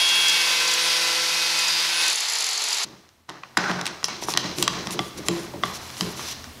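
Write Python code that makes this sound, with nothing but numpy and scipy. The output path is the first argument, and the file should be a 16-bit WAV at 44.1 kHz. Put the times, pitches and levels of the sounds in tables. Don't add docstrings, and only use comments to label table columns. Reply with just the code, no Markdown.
import sys
import numpy as np
from scipy import signal
from scipy.fft import rfft, irfft
from scipy.io import wavfile

SR = 44100
rng = np.random.default_rng(int(sys.argv[2]) if len(sys.argv) > 2 else 0)


def generate_wav(sig):
    pcm = np.round(np.clip(np.atleast_2d(sig).T, -1, 1) * 32767).astype(np.int16)
    wavfile.write(sys.argv[1], SR, pcm)


def to_linear_factor(level_db):
    exponent = np.asarray(level_db, float) / 20
    return 10 ** exponent


N = 291060
TIME = np.arange(N) / SR

# time in seconds, turns per second.
SPINDLE = [(0, 173.7), (.29, 173.5), (.43, 172.3), (.7, 170.6), (.86, 168.7), (1.8, 168.4), (1.96, 170.8)]
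# time in seconds, level in dB.
LOAD = [(0, -20.5), (.43, -20), (1.39, -22), (1.95, -22), (2.07, -23.5), (2.19, -24), (2.82, -24.5)]
# frequency in Hz, level in dB per Hz.
RASP_CUT = [(53, -69), (90, -42), (161, -30), (238, -27), (343, -20), (399, -21.5), (454, -15), (745, -12),
            (1010, -7.5), (1250, -11.5), (1360, -9), (4760, -3), (7990, -9), (10800, -7.5), (15600, -24.5)]
RASP_FREE = [(53, -78), (90, -47.5), (350, -22.5), (435, -18), (505, -18.5), (867, -8.5), (1660, -12.5),
             (1840, -8), (3160, -6.5), (4280, -2), (5540, -7.5), (7330, -3.5), (8530, -10.5), (10400, -2.5),
             (15600, -31)]
RASP_EDGES_HZ = [40, 850, 6300, 19000]
# order, top in dB, loudest moment in seconds, swing in dB.
ORDERS_IN_CUT = [(1, -57, 1.4, 1), (2, -51.5, 1.0, 4), (2.72, -49.5, .7, 10), (3, -47, 1.0, 12),
                 (6, -43, 1.0, 4), (8, -46, 1.4, 4), (9, -39, .4, 12), (12, -40, .2, 5), (13, -38, .2, 8),
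                 (15, -33.5, .2, 6.5), (16, -32, .12, 18), (18, -43, .1, 3), (20, -39, 0, 14),
                 (21, -35.5, .1, 14), (22, -44, .1, 4), (24, -43, 1.4, 1), (27, -43, 1.4, 3),
                 (28, -41, .2, 8), (29, -47, 1.4, 8), (33, -44, 1.1, 7), (36, -48, 1.1, 9),
                 (51, -53, 1.4, 4), (63, -54, 1.3, 12), (69, -55, 1.4, 7), (81, -60, 1.3, 7)]
SURGING = [2, 9, 15, 63]
# time in seconds, level in dB.
GEAR = [(0, -36.5), (.4, -41), (.6, -44), (.75, -54), (.86, -40), (1.25, -47), (1.8, -50), (1.93, -43),
        (2.07, -39), (2.2, -49), (2.33, -56), (2.5, -51), (2.62, -56), (2.85, -63)]
# order, time in seconds, level in dB.
FLARES = [(6, 1.98, -40), (6, 2.08, -41), (21, 2.07, -38), (22, 2.05, -35), (22, 1.48, -37),
          (22, 1.72, -38), (22, 1.88, -36), (27, 2.08, -35), (19, .5, -41), (19, .64, -41), (15, 1.4, -41),
          (15, 1.62, -41), (13, 1.4, -41), (13, .4, -38), (29, .95, -30), (32, .95, -37), (26, 1.12, -40),
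          (29, 1.66, -37), (29, 1.76, -32), (32, 1.75, -39), (25, 2.06, -36), (28, 2.03, -35),
          (27, 2.33, -39), (28, 2.42, -40), (29, 2.52, -39), (28, 2.6, -40), (30, 2.6, -41)]
# time in seconds, level in dB.
BLADE_NOTE = [(.33, -60), (.42, -34), (.5, -37), (.6, -36), (.68, -43), (.8, -37), (.96, -35), (1.03, -70)]
# frequency in Hz, width in Hz, level in dB.
GUARD = [(4410, 340, 0.5), (4970, 260, 5), (6300, 400, -5), (7050, 260, -2), (10200, 700, -5)]
# time in seconds, level in dB.
GUARD_LOW = [(2.6, 3), (2.7, -9)]
# time in seconds, peak in dB.
CHIPS = [
    (0.0893, -10),
    (0.2824, -6),
    (0.296, -7),
    (0.678, -9),
    (0.713, -10),
    (0.7376, -4.5),
    (1.5894, -8),
    (1.6811, -9),
]
# time in seconds, peak in dB.
SLACK = [(2.0358, -15), (2.0622, -12), (2.0807, -8), (2.1005, -9), (2.1292, -13), (2.157, -11),
         (2.1834, -13), (2.205, -10), (2.285, -14), (2.298, -14), (2.3217, -14), (2.334, -13), (2.352, -15),
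         (2.385, -10), (2.406, -10), (2.4229, -12), (2.4423, -10), (2.4658, -11), (2.4886, -12),
         (2.5102, -18), (2.531, -13), (2.576, -12.5), (2.6196, -11.5), (2.6395, -11), (2.6853, -12),
         (2.7057, -15), (2.728, -10), (2.7456, -17), (2.7691, -18), (2.784, -15), (2.8322, -11)]
# frequency in Hz, level in dB, t60 in seconds.
HOUSING = [(4720, -4, 0.0074), (4860, -3, 0.029), (6120, -2, .008), (6600, -1, 0.0093), (7210, 0.5, 0.015),
           (7400, -6, 0.005), (7720, -5.5, 0.0054), (10200, 4.5, 0.006), (10540, 5.5, 0.0051),
           (11100, 1, 0.0044)]

SWITCH_OFF_S, AIR_DRAG_PER_S = 2.04, .298
CUT_S, CUT_FADE_S = 2.852, 0.0097
LIMIT = .36
BLADE_HZ, BLADE_WANDER_TURNS = 3308, .12
DEPTH_SPAN_S, SURGE_DB, SINK_DB = 0.58, 0, -10
BREAK_OUT_S, COAST_S = [1.83, 2.02], [2.095, 2.09]
COAST_DB, COAST_DB_PER_ORDER, UNBAFFLED_DB = -53, -.6, -16.5
RING_HZ, RING_WIDTH_HZ = 3298, 14
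RING_DB, RING_REST_DB = -23, -51
FLARE_S = .05
AIR_DB, AIR_FOLLOWS, DRONE_DB, DRONE_FOLLOWS = -36, 1.6, -43.5, 0.69
TOOTH_PATTERN = .38
GUARD_DB = -48
TICK_TOP_DB, TICK_TOP_DB_PER_S = -15, -8

# time in seconds, peak in dB, bench in dB.
SNAPS = [(3.09, -43, -59), (3.2948, -27, -56), (3.5744, -6, -35), (3.714, -19.5, -38), (3.8124, -20.5, -23),
         (3.8562, -17.5, -48), (3.8663, -14.5, -48), (3.8765, -21, -47), (4.0424, -8.5, -37),
         (4.0835, -20, -50), (4.338, -14.5, -40), (4.399, -30, -50), (4.374, -3.5, -31),
         (4.6784, -5, -25.5), (4.8712, -22.5, -50), (5.9024, -27, -40), (5.9683, -26, -41),
         (6.009, -9, -17), (6.442, -27, -59)]
# time in seconds, peak in dB, bench in dB.
TAPS = [(3.2908, -31, -38.5), (3.4353, -35, -50), (3.5711, -8.5, -15.5), (4.0298, -30, -34),
        (4.0835, -25, -37), (3.3015, -34, -33.5), (3.64, -25, -40), (3.696, -27, -46), (3.792, -28, -37),
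        (4.3645, -26, -41), (4.8708, -25, -25), (5.537, -41, -30), (4.3507, -27, -44), (4.4417, -28, -20),
        (6.194, -32, -41)]
# time in seconds, peak in dB, bench in dB.
LEVER_DROPS = [
    (4.2239, -29, -28),
    (4.2848, -19.5, -28),
    (4.6777, -11.5, -40),
    (4.9918, -6, -21),
    (5.2843, -17, -40),
    (5.6357, -7, -20.5),
]
# time in seconds, peak in dB, bench in dB.
CLACKS = [
    (4.5846, -26, -21),
    (4.6258, -12.5, -19),
    (4.9071, -29, -22.5),
    (5.2844, -15, -13),
]
# time in seconds, peak in dB, bench in dB.
TICKS = [
    (4.253, -41, -70),
    (5.0083, -45, -70),
    (5.2617, -40, -73),
    (5.3964, -39, -70),
    (5.6538, -36, -70),
    (5.8773, -44, -73),
    (5.9806, -39, -70),
    (6.0474, -42, -70),
]
# time in seconds, peak in dB.
CATCHES = [
    (3.814, -25),
    (4.321, -24),
    (4.0425, -6),
    (4.0565, -27),
    (4.374, -10.5),
    (4.6258, -12.5),
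    (4.6784, -11.5),
    (4.237, -20.5),
    (4.292, -19),
    (4.304, -18),
]
# time in seconds, peak in dB.
NUDGES = [
    (4.2243, -23.5),
    (4.237, -32),
    (4.2851, -17),
    (4.295, -25),
    (4.446, -32),
    (5.537, -30.5),
    (5.556, -36),
    (5.573, -37),
]
# time in seconds, Hz, level in dB, t60 in seconds.
BAR_RINGS = [(3.866, 9150, -50, 0.2), (4.7, 133, -30, .6), (4.99, 1175, -34, .7), (5.286, 1020, -39, 0.65),
             (5.637, 1165, -33, .8), (5.291, 341, -21, .5), (5.3, 172, -28, .35), (3.571, 1500, -15, .03),
             (5.178, 350, -38, .4), (6.018, 175, -26, .4), (3.7, 179, -23, .35), (3.578, 179, -26, .3),
             (3.434, 2455, -31, .025), (3.434, 1100, -32, .035), (4.084, 2230, -29, .1),
             (5.538, 570, -30, .1)]
# frequency in Hz, level in dB, t60 in seconds.
PLASTIC = [(2910, 6, 0.0051), (3290, 2.5, 0.0072), (3960, 0.5, 0.011), (4700, -7.5, 0.019),
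           (5220, 5.5, 0.0046), (6200, -6, 0.013)]
WOOD = [(720, -3.5, 0.018), (1057, 7, 0.0087), (1490, -5, 0.018), (1920, 3, 0.013)]
STEEL = [(7340, 3.5, 0.0064), (8950, 2.5, 0.0027), (10080, -0.5, 0.0038), (12400, -15, 0.0014),
         (15200, -17, 0.00092)]
BENCH = [(130, -3, .18), (178, 0, .2), (220, -5, .15), (293, -3, .16), (342, -1, .18), (418, -5, .12)]
GRIP = [(750, -9.5, 0.019), (1122, 0, 0.02), (2060, -11.5, 0.027), (3430, -6, 0.012)]
PAWL = [(5400, 2, 0.0072), (6000, -3.5, 0.011)]
JAW = [(338, -5, 0.048), (477, -9.5, 0.023), (710, -2, 0.026), (956, 1, 0.025), (1300, -10, 0.011)]
# start and hold in seconds, then bench boom, board drag and bar slide in dB.
MOVES = [(2.833, 0.052, -45.5, -51, -50), (3.281, 0.023, -47, -44.5, -50), (3.419, 0.031, -60, -52, -56.5),
         (3.567, 0.14, -31, -30, -35.5), (3.69, 0.033, -30.5, -35, -46), (3.852, 0.036, -47, -46, -42.5),
         (4.073, 0.032, -39, -38.5, -35.5), (4.214, 0.022, -41, -44, -45), (4.28, 0.036, -34, -45, -37.5),
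         (4.37, .05, -38, -43, -41), (4.429, .05, -35.5, -38.5, -35), (4.568, 0.11, -30.5, -42, -46),
         (4.72, 0.081, -35.5, -38, -37), (4.854, 0.047, -40, -39.5, -47), (4.933, 0.095, -32.5, -52, -43.5),
         (5.158, 0.18, -38, -43, -48), (5.287, 0.11, -31.5, -42.5, -41.5), (5.525, 0.037, -39, -55, -58),
         (5.621, 0.048, -37, -38, -39), (5.78, 0.42, -46.5, -46.5, -44.5), (5.994, 0.068, -32, -40, -40),
         (6.18, 0.12, -51, -43, -38)]
# frequency in Hz, level in dB per Hz.
BOOM = [(15, -58), (25, -18), (151, -14.5), (179, -0.5), (256, -12), (285, -6.5), (343, 0.5), (472, -10.5),
        (600, -8), (780, -28), (1320, -120)]
# frequency in Hz, width in Hz, level in dB.
DRAG = [(640, 400, -4.5), (1105, 420, 0), (1480, 460, -2), (1990, 730, -7)]
SLIDE = [(2320, 1000, -5.5), (3640, 380, -3), (4030, 210, 2.5), (5200, 1500, -2), (6310, 1240, -3.5),
         (8340, 4600, -25)]
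# start and end in seconds, level in dB, squeak in dB.
SCUFFS = [(3.855, 3.873, -52, 17.5), (4.046, 4.05, -38, 6), (4.218, 4.24, -43, 7.5), (4.268, 4.284, -47, 0),
          (4.286, 4.322, -38, 4), (4.382, 4.41, -49, 0), (4.564, 4.58, -46, 0), (4.582, 4.615, -38, 2),
          (4.628, 4.64, -45, 16), (4.69, 4.74, -53, 0), (4.856, 4.87, -53, 0), (4.912, 4.935, -37, 2.5),
          (4.995, 5.09, -51, -8), (5.173, 5.185, -46.5, 7), (5.258, 5.278, -44.5, 4), (5.31, 5.45, -50, -8),
          (5.65, 5.71, -49, -5), (5.735, 5.77, -47.5, 10), (5.81, 5.96, -52, 0), (5.972, 6.013, -45, 4),
          (6.013, 6.125, -47.5, -4), (6.161, 6.27, -46.5, 6), (6.278, 6.325, -45, 11)]
# frequency in Hz, level in dB per Hz.
SCUFF = [(5500, -21), (6900, 2), (8000, -9), (8800, 0), (9600, -5), (10300, 0), (11100, -5), (12800, -7),
         (14200, -19), (15700, -21)]
RUSTLE = [(5500, -20), (7000, 1), (8600, -6), (9400, -3), (11300, -1), (12500, -6), (14500, -12),
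          (15800, -22)]
# frequency in Hz, width in Hz, level in dB.
SQUEAK = [(2830, 3100, -4), (4540, 1230, 1), (5900, 610, 0.5)]
# frequency in Hz, width in Hz, level in dB.
SEAT = [(810, 160, -3.5), (1510, 380, 1.5)]
# time in seconds, level in dB.
SEATING = [(3.572, -90), (3.58, -27), (3.62, -36), (3.66, -27), (3.72, -38), (3.85, -40.5), (4.0, -57),
           (4.05, -86)]
# time in seconds, level in dB.
ROOM_TONE = [(2.85, -56), (3.25, -64.5), (3.6, -56.5), (4.5, -48.5), (5.5, -45.5), (6.6, -45.5)]
# frequency in Hz, level in dB per Hz.
TONE = [(15, -47), (25, -16), (126, -22), (240, -5.5), (332, -15.5), (369, -14.5), (584, -16.5),
        (2570, -22.5), (2860, -21), (15600, -32)]
# frequency in Hz, width in Hz, level in dB.
HUM = [(128.8, 3.1, -6), (80, 9.3, -8.5)]

# plastic, wood and steel in dB.
SNAP_MIX, TAP_MIX, CLACK_MIX, DROP_MIX = (0, -11.5, -19.5), (-1.7, 0, -29), (7.7, -4, -2.1), (-12, -17, -42)
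TICK_MIX = (-12, -30, 0)
MOVE_ATTACK_S = 0.014
SAG_DB_PER_S, RELEASE_DB_PER_S = (46, 6, 2), (80, 59.5, 71)
RUSTLE_FROM_S = 5.6
ROOM_T60_S, ROOM_DB = 0.57, -14.5
TOP_HZ, TOP_LEAK_DB = 16080, -22


def rms_one(x):
    return x / np.sqrt(np.mean(x ** 2) + 1e-20)


def in_time(rows):
    s, *columns = np.transpose(rows)
    return [np.interp(TIME, s, c) for c in columns]


def drift(rate, size=N):
    r = np.exp(-80 * np.pi * rate / SR)
    chance = rng.standard_normal(size // 40 + 2002)
    slow = signal.lfilter([1], [1, -2 * r, r * r], chance)[2000:]
    return np.interp(np.arange(size) / 40, np.arange(len(slow)), rms_one(slow))


def coloured(x, spectrum):
    hz, level_db = np.transpose(spectrum)
    grid = np.maximum(np.fft.rfftfreq(N, 1 / SR), 1)
    gain = to_linear_factor(np.interp(np.log(grid), np.log(hz), level_db))
    return rms_one(irfft(rfft(x) * gain, N))


def band(x, low_hz, high_hz):
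    return signal.sosfilt(signal.butter(3, [low_hz, high_hz], "band", fs=SR, output="sos"), x)


def grains(per_s, spread_db):
    sizes = to_linear_factor(spread_db * np.minimum(rng.exponential(1, N), 4)) * rng.choice([-1, 1], N)
    contacts = rms_one(sizes * (rng.random(N) < per_s / SR))
    return contacts + .5 * rng.standard_normal(N)


def resonate(x, peaks):
    out = 0
    for k, (hz, width_hz, level_db) in enumerate(peaks):
        r = np.exp(-np.pi * width_hz / SR)
        poles = [1, -2 * r * np.cos(2 * np.pi * hz / SR), r * r]
        gain = (-1) ** k * to_linear_factor(level_db) * (1 - r * r)
        out = out + gain * signal.lfilter([1, 0, -1], poles, x)
    return rms_one(out)


def strike(seconds, peak_db, modes, scatter_db, contact_s):
    at, out = (np.array(seconds) * SR).astype(int), np.zeros(N)
    luck = rng.standard_normal((len(at), len(modes)))
    span = np.arange(int(3 * contact_s * SR) + 1)
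    for k, (hz, level_db, t60) in enumerate(modes):
        chatter = rng.standard_normal((len(at), len(span))) * np.exp(-span / (contact_s * SR))
        r, w = to_linear_factor(-60 / (t60 * SR)), 2 * np.pi * hz / SR
        drive = np.abs(chatter @ np.exp(1j * w * span)) ** 2
        chatter /= np.sqrt(drive + .15 * np.sum(chatter ** 2, axis=1))[:, None]
        blow_gain = to_linear_factor(peak_db + level_db + scatter_db * luck[:, k])
        force = np.full(N + len(span), 1e-18)
        np.add.at(force, at[:, None] + span, chatter * blow_gain[:, None])
        out += signal.lfilter([.5, 0, -.5], [1, -2 * r * np.cos(w), r * r], force[:N])
    return out


def grinder():
    tremble = np.interp(TIME, [1.85, 2.1], [.001, .0018]) * drift(40)
    speed = in_time(SPINDLE)[0] / (1 + AIR_DRAG_PER_S * np.maximum(TIME - SWITCH_OFF_S, 0))
    turns = np.cumsum(speed) / SR + tremble
    blade_turns = BLADE_HZ * TIME + BLADE_WANDER_TURNS * drift(9.3)
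    note = np.sqrt(2) * np.sin(2 * np.pi * blade_turns) * to_linear_factor(in_time(BLADE_NOTE)[0])
    loud = to_linear_factor(1.0) * (whine(turns, speed) + flares(turns) + note + rasp(turns) + rattle())
    held = LIMIT * np.tanh(loud / LIMIT)
    running = np.clip((CUT_S - TIME) / CUT_FADE_S, 0, 1)
    return band(held, 55, 19000) * running


def whine(turns, speed):
    size = 3 * SR
    t, turns, speed = TIME[:size], turns[:size], speed[:size]
    out, coast = np.interp(t, BREAK_OUT_S, [0, 1]), np.interp(t, COAST_S, [0, 1])
    lines = []   # order, level in dB, waver in dB
    for k, top_db, at, swing_db in ORDERS_IN_CUT:
        cutting_db = top_db - swing_db * (1 - np.exp(-((t - at) / DEPTH_SPAN_S) ** 4))
        out_db = top_db + (SURGE_DB if k in SURGING else SINK_DB)
        coast_db = min(COAST_DB, out_db) + COAST_DB_PER_ORDER * k + UNBAFFLED_DB * (k <= 2)
        level_db = 1.5 + cutting_db + out * (out_db - cutting_db) + coast * (coast_db - out_db)
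        lines.append((k, level_db, 1.7))
    tuned = np.exp(-((19 * speed - RING_HZ) / RING_WIDTH_HZ / 2) ** 2)
    ring_db = RING_REST_DB + (RING_DB - RING_REST_DB) * tuned - 9 * coast
    lines += [(19, ring_db, .7), (57, in_time(GEAR)[0][:size], 3.0)]
    tones = np.zeros(size)
    for k, db, waver_db in lines:
        gain = np.sqrt(2) * to_linear_factor(db + waver_db * drift(9.0, size=size))
        tones += gain * np.sin(2 * np.pi * (k * turns + rng.random()))
    return np.pad(tones, (0, N - size))


def flares(turns):
    out = np.zeros(N)
    for k, at, level_db in FLARES:
        near = slice(int((at - 3 * FLARE_S) * SR), int((at + 3 * FLARE_S) * SR))
        swell_db = level_db - 3.6 * ((TIME[near] - at) / FLARE_S) ** 2
        out[near] += np.sqrt(2) * to_linear_factor(swell_db) * np.sin(2 * np.pi * (k * turns[near] + rng.random()))
    return out


def rasp(turns):
    rasp_db, = in_time(LOAD)
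    air_db = AIR_DB + AIR_FOLLOWS * (rasp_db + 22)
    drone_db = DRONE_DB + DRONE_FOLLOWS * (rasp_db + 22)
    free = np.interp(TIME, [2.0, 2.14], [0, 1])
    once_a_turn = 1 + 0.15 * (1 - free) * np.cos(2 * np.pi * turns)
    source = grains(9000, 1.5) * once_a_turn * to_linear_factor(0.75 * drift(40))
    wear = np.pi * np.cumsum(np.abs(drift(2.9))) / SR
    tooth, patterns = (turns % 1 * 256).astype(int), rng.standard_normal((2, 256))
    bite = np.cos(wear) * patterns[0, tooth] + np.sin(wear) * patterns[1, tooth]
    source = source + TOOTH_PATTERN * bite
    noise = np.sqrt(1 - free) * coloured(source, RASP_CUT) + np.sqrt(free) * coloured(source, RASP_FREE)
    edges = zip(RASP_EDGES_HZ, RASP_EDGES_HZ[1:])
    drone, tear, air = (rms_one(band(noise, low, high)) for low, high in edges)
    flutter_db = (.5 + 2.1 * free) * drift(90)
    rings = resonate(source, GUARD[:1]) * to_linear_factor(in_time(GUARD_LOW)[0]) + resonate(source, GUARD[1:])
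    guard = free * rings * to_linear_factor(GUARD_DB + 0.5 * flutter_db)
    return guard + drone * to_linear_factor(drone_db) + tear * to_linear_factor(rasp_db - 2.5) + air * to_linear_factor(air_db + flutter_db)


def rattle():
    s, peak_db = np.transpose(CHIPS + SLACK)
    top_db = TICK_TOP_DB + np.where(s > SWITCH_OFF_S, TICK_TOP_DB_PER_S * (s - SWITCH_OFF_S), -5)
    body = strike(s, peak_db - 9.5, HOUSING[:7], 2.0, .003)
    top = strike(s, peak_db + top_db - 3, HOUSING[7:], 2.0, .003)
    return band(body + top, 2230, 14700)


def knocks():
    kinds = [(SNAPS, SNAP_MIX), (TAPS, TAP_MIX), (LEVER_DROPS, DROP_MIX), (CLACKS, CLACK_MIX), (TICKS, TICK_MIX)]
    blows = []
    for rows, mix in kinds:
        blows += [(at, *(db + np.array(mix)), bench_db) for at, db, bench_db in rows]
    s, plastic_db, wood_db, steel_db, bench_db = np.transpose(blows)
    snap = band(strike(s, plastic_db - 7.0, PLASTIC, 0.79, .0008), 1170, 9300)
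    crack = band(strike(s, steel_db + 4.5, STEEL, 2.4, .001), 5800, 22000)
    board = band(strike(s, wood_db - .5, WOOD, 1.3, .0006), 290, 3170)
    thump = band(strike(s + 0.0061, bench_db - 11.5, BENCH, 2.0, .0005), 34, 1040)
    grip = band(strike(*np.transpose(LEVER_DROPS)[:2], GRIP, 1.0, .0001), 350, 4600)
    pawl = band(strike(*np.transpose(CATCHES), PAWL, 1.0, .0001), 3000, 8500)
    nudge = band(strike(*np.transpose(NUDGES), JAW, 1.9, .0002), 200, 2200)
    return nudge + snap + crack + board + thump + grip + pawl


def singing_bar():
    sung = np.zeros(N)
    for at, hz, level_db, t60 in BAR_RINGS:
        sung += band(strike([at], level_db, [(hz, 0, t60)], 0, .0001), hz / 2, hz * 2)
    return sung * to_linear_factor(1.2 * drift(30))


def handling():
    on_bench, on_board, on_bar = efforts()
    shake = rng.standard_normal(N)
    bench = resonate(shake, [(hz, 4 / t60, level_db) for hz, level_db, t60 in BENCH])
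    boom = rms_one(bench + 0.93 * coloured(shake[::-1], BOOM)) * on_bench * to_linear_factor(1.85 * drift(14.0))
    drag = resonate(grains(1500, 0.67), DRAG) * on_board * to_linear_factor(1.4 * drift(32))
    slide = resonate(grains(4000, 2.5), SLIDE) * on_bar * to_linear_factor(0.4 * drift(29))
    return boom + drag + slide + scuffs() + seating()


def efforts():
    power = np.zeros((3, N))
    for start, hold, *level_db in MOVES:
        first = int(start * SR)
        age = TIME[first:first + SR] - start
        swell = np.clip(age / MOVE_ATTACK_S, 0, 1)
        for k in range(3):
            sag_db = SAG_DB_PER_S[k] * np.clip(age, 0, hold)
            loss_db = sag_db + RELEASE_DB_PER_S[k] * np.maximum(age - hold, 0)
            power[k, first:first + SR] += (swell * to_linear_factor(level_db[k] - loss_db)) ** 2
    return np.sqrt(power)


def scuffs():
    hiss, squeak = np.zeros(N), np.zeros(N)
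    for start, end, level_db, squeak_db in SCUFFS:
        shape = np.interp(TIME, [start - .016, start + 0.006, end, end + 0.028], [0, 1, 1, 0]) ** 2
        hiss += shape * to_linear_factor(level_db)
        squeak += shape * to_linear_factor(level_db + squeak_db)
    rub = grains(3300, 0.75) * to_linear_factor(0.5 * drift(60))
    colour = np.where(TIME < RUSTLE_FROM_S, coloured(rub, SCUFF), coloured(rub, RUSTLE))
    return hiss * colour + squeak * resonate(rub, SQUEAK)


def seating():
    grind = resonate(resonate(grains(2500, 1.0), SEAT), SEAT)
    return grind * to_linear_factor(in_time(SEATING)[0] + 1.2 * drift(25))


def workshop(x):
    age = TIME[:SR // 2]
    onset = np.clip((age - .002) / 0.00051, 0, 1)
    echoes = band(rng.standard_normal(len(age)) * to_linear_factor(-60 * age / ROOM_T60_S) * onset, 120, 6500)
    return signal.fftconvolve(x, echoes / np.sqrt(np.sum(echoes ** 2)))[:N]


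def room_tone():
    air, hum = rng.standard_normal((2, N))
    return (coloured(air, TONE) + 0.61 * resonate(hum, HUM)) * to_linear_factor(in_time(ROOM_TONE)[0])


def scene():
    blows = knocks()
    after_cut = np.clip((TIME - CUT_S) / CUT_FADE_S + 1, 0, 1)
    under = (handling() + room_tone()) * after_cut
    clamp = blows + singing_bar() + to_linear_factor(ROOM_DB) * workshop(blows) + under
    return (grinder() + clamp)[None]


def top_cut(x):
    return signal.sosfilt(signal.butter(12, 16710, fs=SR, output="sos"), x)


def record(dry):
    rounded = .66 * np.tanh(dry / .66)
    dull = signal.sosfilt(signal.cheby2(20, 60, TOP_HZ, fs=SR, output="sos"), rounded)
    sharp = np.abs(rounded) > .42
    top = signal.sosfilt(signal.butter(6, TOP_HZ, "high", fs=SR, output="sos"), rounded * sharp)
    return top_cut(dull + to_linear_factor(TOP_LEAK_DB) * top)


dry = scene()
out = record(dry)
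generate_wav(out)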